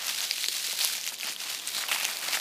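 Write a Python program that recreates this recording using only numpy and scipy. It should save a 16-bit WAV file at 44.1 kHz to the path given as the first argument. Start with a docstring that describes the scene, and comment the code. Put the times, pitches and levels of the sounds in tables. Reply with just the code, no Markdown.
"""Indoors, close to a small microphone, hands turn and squeeze a parcel in stiff shiny wrapping paper.
Small creases buckle in clumps and make a crackle, over the hiss of paper sliding on paper.
Each buckle is a tick and a few cycles of ring; the loudest snaps stand out and rattle through the folds.
A hollow in the wrap rings along, and the parcel bumps softly in the hands.
The quiet room adds a low hush and gives the snaps and bumps a short echo."""
import sys
import numpy as np
from scipy import signal
from scipy.fft import rfft, irfft
from scipy.io import wavfile
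from scipy.ndimage import uniform_filter1d

SR = 44100
rng = np.random.default_rng(int(sys.argv[2]) if len(sys.argv) > 2 else 0)


def bounce(signal):
    """Save signal as a 16-bit WAV file at the path given by the first command-line argument."""
    frames = np.transpose(np.atleast_2d(signal))
    limited = np.clip(frames, -1, 1)
    pcm = np.round(limited * 32767).astype(np.int16)
    wavfile.write(sys.argv[1], SR, pcm)


N = 106192

# How hard the hands work the paper: time_s, level_db, bass_db, treble_db
# (bass and treble count only by how far they are above or below their column's average)
GRIP = [(0.0, -38.5, -7, -9), (0.08, -34.5, -6, -2.5), (0.15, -35.5, -13.5, -6), (0.239, -32, -11.5, -7),
        (0.282, -37.5, -14.5, -6.5), (0.35, -37.5, -18, -5.5), (0.44, -34, -24, -6),
        (0.481, -39.5, -34, -4), (0.55, -32.5, -18, -6.5), (0.73, -34.5, -18.5, -5), (0.76, -35.5, -16, -6),
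        (0.84, -30, -12.5, -2.5), (0.87, -33, -14.5, -4.5), (0.93, -31.5, -16, -6.5),
        (0.98, -38.5, -12.5, -5), (1.05, -40.5, -18, -7), (1.08, -35.5, -25, -5.5),
        (1.12, -44.5, 0.5, -2.5), (1.14, -38.5, -10, -0.5), (1.17, -46.5, -20, -11),
        (1.239, -37.5, -6.5, -1.5), (1.28, -34, -8, -12.5), (1.33, -39.5, -12, -3), (1.37, -48, -12, -7),
        (1.42, -36, -13.5, -4.5), (1.47, -38.5, -6, -8), (1.499, -35.5, -9.5, -5.5), (1.64, -43, -10.5, -7),
        (1.67, -39.5, -9, -5), (1.71, -39.5, -11.5, -3), (1.781, -34.5, -6, -3.5), (1.87, -39.5, -6, -6),
        (1.93, -33, -3, -2.5), (1.97, -37, -5, -3.5), (2.05, -34, -6, -5), (2.2, -41, -5, -3),
        (2.28, -33, -2, -5), (2.31, -36.5, -6.5, -5.5), (2.349, -30, -7.5, -5.5), (2.41, -44, -5, 0.5)]
# The tone of the paper, from low to high: pitch_hz, gain_db
PAPER_TONE = [(60, -2), (173, -9.5), (479, -17.5), (656, -11.5), (1080, -9), (2550, -1.5), (4540, 0.5),
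              (5170, -1.5), (9430, -6.5), (11300, -8), (15500, -12)]
# A hollow in the wrap that changes as the grip shifts: time_s, pitch_hz, gain_db
WRAP_HOLLOW = [(0, 3030, -19), (0.45, 4270, -12), (0.9, 3700, -21), (1.5, 3080, -28), (1.77, 4050, 2),
               (1.82, 3900, -15), (1.9, 2560, -1), (2.1, 2490, -4), (2.3, 2260, -10)]
# The tone of the quiet room: pitch_hz, gain_db
ROOM_TONE = [(25, -25), (59, -31), (132, -14.5), (172, -11.5), (477, -11), (649, -11.5), (1000, -13.5),
             (1300, -15.5), (2200, -120)]
# The loudest buckles: start_s, ring_db, ring_hz, second_ring_db, second_ring_hz, tick_db, push_db
LOUD_SNAPS = [(0.045, -21.5, 5930, -47, 3970, -38, -72), (0.067, -26, 4130, -22, 5790, -21, -50),
              (0.0695, -22, 6460, -27, 4330, -19, -58), (0.0817, -15, 5900, -17.5, 3830, -41.5, -66),
              (0.092, -17, 5400, -38, 3070, -36, -59), (0.1064, -22, 4200, -29, 7860, -44, -62),
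              (0.127, -21, 3440, -39, 4890, -34, -53), (0.186, -16, 4150, -43, 2970, -21, -73),
              (0.2057, -15, 4040, -49, 2430, -20, -70), (0.2165, -16.5, 6500, -38, 4360, -35, -60),
              (0.2411, -16, 4100, -21, 6040, -35, -56), (0.293, -31, 3970, -35, 7800, -34, -62),
              (0.311, -9, 4700, -18, 2350, -24, -37), (0.3814, -20, 3680, -22.5, 2450, -33, -55),
              (0.4417, -15.5, 3600, -19, 2100, -23, -35.5), (0.444, -21, 5810, -36, 4220, -33, -57),
              (0.4496, -22, 4180, -30, 5750, -37, -68), (0.4604, -16, 4400, -29, 1950, -23, -43),
              (0.485, -7.5, 4370, -9.5, 7000, -18, -62), (0.6487, -22, 5640, -43, 3810, -46, -52),
              (0.656, -24, 6760, -32, 3430, -33, -49), (0.668, -26, 4670, -19, 7060, -19.5, -43),
              (0.6737, -19, 3680, -31, 5790, -24, -52), (0.7102, -20, 4800, -21, 3160, -35, -67),
              (0.7268, -22, 5540, -38, 3810, -19.5, -55), (0.79, -17.5, 3640, -25, 6630, -19, -72),
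              (0.804, -19, 3470, -21, 7470, -26, -33.5), (0.811, -14, 4400, -19, 2500, -24, -54),
              (0.815, -17, 4640, -33.5, 2370, -30, -39), (0.8372, -15, 6120, -33, 3700, -20, -41),
              (0.8431, -15, 5170, -24, 2390, -28, -59), (0.8483, -11.5, 6000, -17, 3560, -6.5, -68),
              (0.855, -12, 4300, -32, 6200, -36, -56), (0.8748, -16.5, 3140, -43, 4760, -25, -61),
              (0.8896, -25, 3500, -29, 7300, -28, -64), (0.9253, -27, 4030, -35, 6000, -20, -62),
              (0.952, -28, 6040, -26, 2500, -22, -45), (0.9688, -32, 5840, -30, 8000, -31, -60),
              (0.9809, -29, 3600, -29.5, 2230, -40, -37.5), (1.0128, -20, 6000, -32, 8380, -27, -57),
              (1.036, -30, 5500, -28, 3200, -35, -60), (1.0412, -18.5, 6600, -23.5, 2870, -32, -67),
              (1.0654, -21.5, 2900, -22, 4910, -17.5, -53), (1.0763, -13.5, 6500, -17.5, 2600, -35, -40),
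              (1.0894, -20, 6460, -26, 4300, -35, -60), (1.1053, -26, 3190, -30, 5210, -30, -59),
              (1.1425, -27.5, 2780, -22.5, 6720, -37.5, -61), (1.1868, -33, 5300, -28, 3420, -29, -57),
              (1.1997, -26, 2430, -27, 6330, -27, -58), (1.2101, -21, 3130, -24, 5150, -27, -54),
              (1.2319, -20, 2400, -24, 4130, -30, -34.5), (1.2705, -25, 4930, -25, 2780, -21.5, -48),
              (1.2862, -24, 4500, -23, 3170, -37, -53), (1.295, -41, 4690, -19.5, 6400, -30, -52),
              (1.3632, -20.5, 3280, -29, 2300, -29, -61), (1.403, -21.5, 5100, -26, 3080, -44, -46),
              (1.4147, -26, 2840, -37, 4370, -38, -41), (1.531, -31, 2670, -29, 6910, -50, -63),
              (1.548, -18.5, 5400, -22.5, 2500, -32, -59), (1.5983, -21.5, 3470, -24.5, 6910, -35, -55),
              (1.6749, -13.5, 8140, -47, 2860, -26, -50), (1.6888, -26, 4570, -20.5, 7000, -24, -51),
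              (1.767, -16, 4000, -21, 7150, -36, -55.5), (1.78, -32, 4140, -31.5, 1240, -38, -52),
              (1.808, -30, 5160, -28, 7300, -34, -55), (1.838, -17.5, 1710, -32, 4000, -44.5, -39),
              (1.8854, -19.5, 2910, -33, 2150, -19, -61.5), (1.8897, -19.5, 2750, -27, 1660, -24, -30),
              (1.915, -15.5, 2560, -20.5, 1210, -21, -37), (1.918, -16.5, 2170, -17.5, 7900, -37, -43),
              (1.9207, -14, 2710, -38, 5280, -31, -30.5), (1.928, -13, 2720, -30, 6270, -33, -31),
              (1.947, -24, 2630, -18, 7000, -30, -34), (1.96, -15.5, 2280, -21, 3230, -29, -28),
              (2.0005, -24, 4370, -20, 2730, -18, -49), (2.0103, -16.5, 2540, -45, 1870, -44, -35),
              (2.032, -40, 5000, -21, 2700, -21, -60), (2.0517, -13, 2870, -11, 6460, -15, -31.5),
              (2.089, -24, 2240, -30.5, 1110, -22, -37), (2.1127, -23, 3100, -32, 2050, -20, -70),
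              (2.1702, -18, 4540, -21.5, 6740, -21, -58), (2.2868, -16, 4420, -18.5, 2260, -27, -30),
              (2.3324, -14, 2950, -14.5, 4570, -22, -35.5), (2.3431, -15, 2350, -22, 5450, -37, -52),
              (2.346, -24, 1940, -26, 2960, -38, -59), (2.3504, -20, 6900, -34, 2490, -33, -27.5),
              (2.3556, -33, 3120, -32.5, 6960, -32, -51), (2.3723, -16.5, 1790, -21, 4730, -24, -29.5),
              (2.399, -21, 4960, -24, 3220, -29, -37)]
# The parcel bumping in the hands: start_s, level_db, pitch_hz
PARCEL_BUMPS = [(0.486, -37.5, 420), (0.685, -39, 500), (0.732, -33.5, 670), (.846, -29, 870),
                (1.244, -40.5, 262), (1.298, -42.5, 280), (1.764, -43.5, 280)]


def amp(db):
    """Turn decibels into a number to multiply by."""
    return 10 ** (np.asarray(db) / 20)


def unit_level(x):
    """Scale a signal so its average power is 1."""
    return x / np.sqrt(np.mean(x ** 2) + 1e-20)


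def tone_gain(table, hz):
    """Look up a tone table's gain at any pitch."""
    pitch_hz, gain_db = np.transpose(table)
    return amp(np.interp(np.log(hz + 1), np.log(pitch_hz + 1), gain_db))


def cut_bass(x, hz):
    """Weaken everything below this pitch."""
    return signal.sosfilt(signal.butter(2, hz, "high", fs=SR, output="sos"), x)


def add(mix, start_s, sound):
    """Put a sound into the mix at its start time."""
    part = mix[round(start_s * SR):][:len(sound)]
    part += sound[:len(part)]


def ring(hz, cycles, phase=0):
    """A wave that swells quickly and dies away; more cycles make it last longer."""
    turns = np.arange(600) / SR * hz
    shape = (1 - np.exp(-4.0 * turns)) ** 2 * np.exp(-turns / cycles)
    wave = shape * np.sin(2 * np.pi * (turns + phase))
    offset = shape * wave.sum() / shape.sum()  # taken away so the wave averages zero
    return (wave - offset) / shape.max()


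def creases():
    """Tiny creases buckle at random, each with a tick and a ring at one of 24 pitches."""
    creases_per_s, spread_db, tick_db = 2200, 3.1, 2
    kicks = amp(spread_db * np.minimum(rng.exponential(1, N), 2.8))
    kicks *= rng.choice([-1., 1.], N)  # the paper pops in or out
    kicks *= rng.random(N) < creases_per_s / SR
    pitch_choice = rng.integers(0, 24, N)
    out = amp(tick_db) * kicks
    for k, hz in enumerate(np.geomspace(600, 14000, 24)):
        wave = ring(hz, cycles=1.26)
        out += signal.oaconvolve(kicks * (pitch_choice == k), wave / np.linalg.norm(wave))[:N]
    return out


def crackle():
    """Creases and the hiss of sliding paper swell together in clumps and take on the paper's tone."""
    clump_samples, clump_db, slide_db = int(0.0052 * SR), 1.2, -2.5
    wobble = uniform_filter1d(rng.standard_normal(N), clump_samples)
    clumps = amp(clump_db * unit_level(uniform_filter1d(wobble, clump_samples)))
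    buckles = rfft(creases() * clumps)
    buckles /= np.sqrt(uniform_filter1d(abs(buckles) ** 2, 1500))  # make all pitches equally strong
    slide = rfft(rng.standard_normal(N) * clumps) / np.sqrt(N)
    hz = np.fft.rfftfreq(N, 1 / SR)
    spectrum = (buckles + amp(slide_db) * slide) * tone_gain(PAPER_TONE, hz)
    spectrum /= 1 + (262 / (hz + 1)) ** 3  # the sheet gives off very little deep sound
    return squeeze(spectrum, hz)


def squeeze(spectrum, hz):
    """The changing grip makes the crackle's bass, middle and treble rise and fall."""
    bass_hz, treble_hz = 1630, 7800
    bass = 1 / (1 + (hz / bass_hz) ** 4)
    treble = 1 - 1 / (1 + (hz / treble_hz) ** 8)
    middle = 1 - bass - treble
    time_s, level_db, bass_db, treble_db = np.transpose(GRIP)
    out, t = np.zeros(N), np.arange(N) / SR
    for band, extra_db in [(bass, bass_db), (middle, 0), (treble, treble_db)]:
        band_db = np.interp(t, time_s, level_db + extra_db - np.mean(extra_db))
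        out += irfft(spectrum * band, N) * amp(band_db)
    return out / np.std(irfft(spectrum * middle, N))  # level_db sets the middle band


def hollow(paper):
    """A hollow in the wrap rings with the part of the crackle near its own gliding pitch."""
    time_s, pitch_hz, gain_db = np.transpose(WRAP_HOLLOW)
    t, width_hz = np.arange(N) / SR, 350
    decay = np.exp(-np.pi * width_hz / SR)
    spin = np.exp(2j * np.pi * np.cumsum(np.interp(t, time_s, pitch_hz)) / SR)
    # Shift the hollow's pitch down to zero, smooth away the rest, then shift back.
    smoothed = signal.lfilter([1 - decay], [1, -decay], paper / spin)
    return 2 * amp(np.interp(t, time_s, gain_db)) * (spin * smoothed).real


def room_hush():
    """The steady, low noise of the room."""
    spectrum = rfft(rng.standard_normal(N)) * tone_gain(ROOM_TONE, np.fft.rfftfreq(N, 1 / SR))
    return amp(-58) * unit_level(irfft(spectrum, N))


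def patch_ring(db, hz, phase=0):
    """One flat patch of paper rings as it buckles; lower rings die in fewer cycles."""
    return amp(db) * ring(hz, cycles=1.6 * np.sqrt(hz / 4500), phase=phase)


def snaps():
    """Each snap is two rings, a bright tick and a low push, then a rattle through the folds."""
    rattle_db, rattle_fade_s = -6.5, 0.0014
    out, t = np.zeros(N), np.arange(400) / SR
    folds = rng.standard_normal((len(LOUD_SNAPS), 400)) * np.exp(-t / rattle_fade_s) * (t > 0.0003)
    for row, echoes in zip(LOUD_SNAPS, folds):
        start_s, ring_db, ring_hz, second_ring_db, second_ring_hz, tick_db, push_db = row
        phase, tick_shift, variation = rng.random(3)
        rings = patch_ring(ring_db, ring_hz) + patch_ring(second_ring_db, second_ring_hz, phase)
        tick = ring(hz=11000 * (0.998 + 0.12 * tick_shift), cycles=2.4, phase=variation)
        push = ring(hz=850 * (0.8 + 0.4 * variation), cycles=1.2)
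        snap = rings + amp(tick_db) * tick + amp(push_db) * push
        rattle = np.convolve(snap, echoes / np.linalg.norm(echoes))
        add(out, start_s, snap)
        add(out, start_s, amp(rattle_db) * rattle)
    return cut_bass(out, hz=450)  # a small patch gives off little bass


def with_room_echo(x):
    """The room follows a sound with a short, soft echo."""
    echo_db, fade_s = -13, 0.079  # the echo falls 60 dB in fade_s
    t = np.arange(6000) / SR
    tail = rng.standard_normal(len(t)) * np.exp(-t * np.log(1000) / fade_s) * (t > 0.003)
    return x + amp(echo_db) * signal.oaconvolve(x, tail / np.linalg.norm(tail))[:N]


def bumps():
    """The parcel makes one dull swing each time it bumps in the hands."""
    out = np.zeros(N)
    for start_s, level_db, pitch_hz in PARCEL_BUMPS:
        add(out, start_s, amp(level_db) * ring(pitch_hz, cycles=0.7))
    return cut_bass(out, hz=110)


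def scene():
    """Mix the parcel and the room into one channel."""
    snaps_and_bumps = with_room_echo(snaps() + bumps())
    paper = crackle()
    return (paper + hollow(paper) + room_hush() + snaps_and_bumps)[None]


def record(dry):
    """The small microphone drops the deep bass; the very highest treble is cut too."""
    top_hz = 15280
    treble_cut = signal.firwin(1501, top_hz, window=("kaiser", 6), fs=SR)
    return signal.oaconvolve(cut_bass(dry, hz=90), treble_cut[None], "same")


dry = scene()
out = record(dry)
bounce(out)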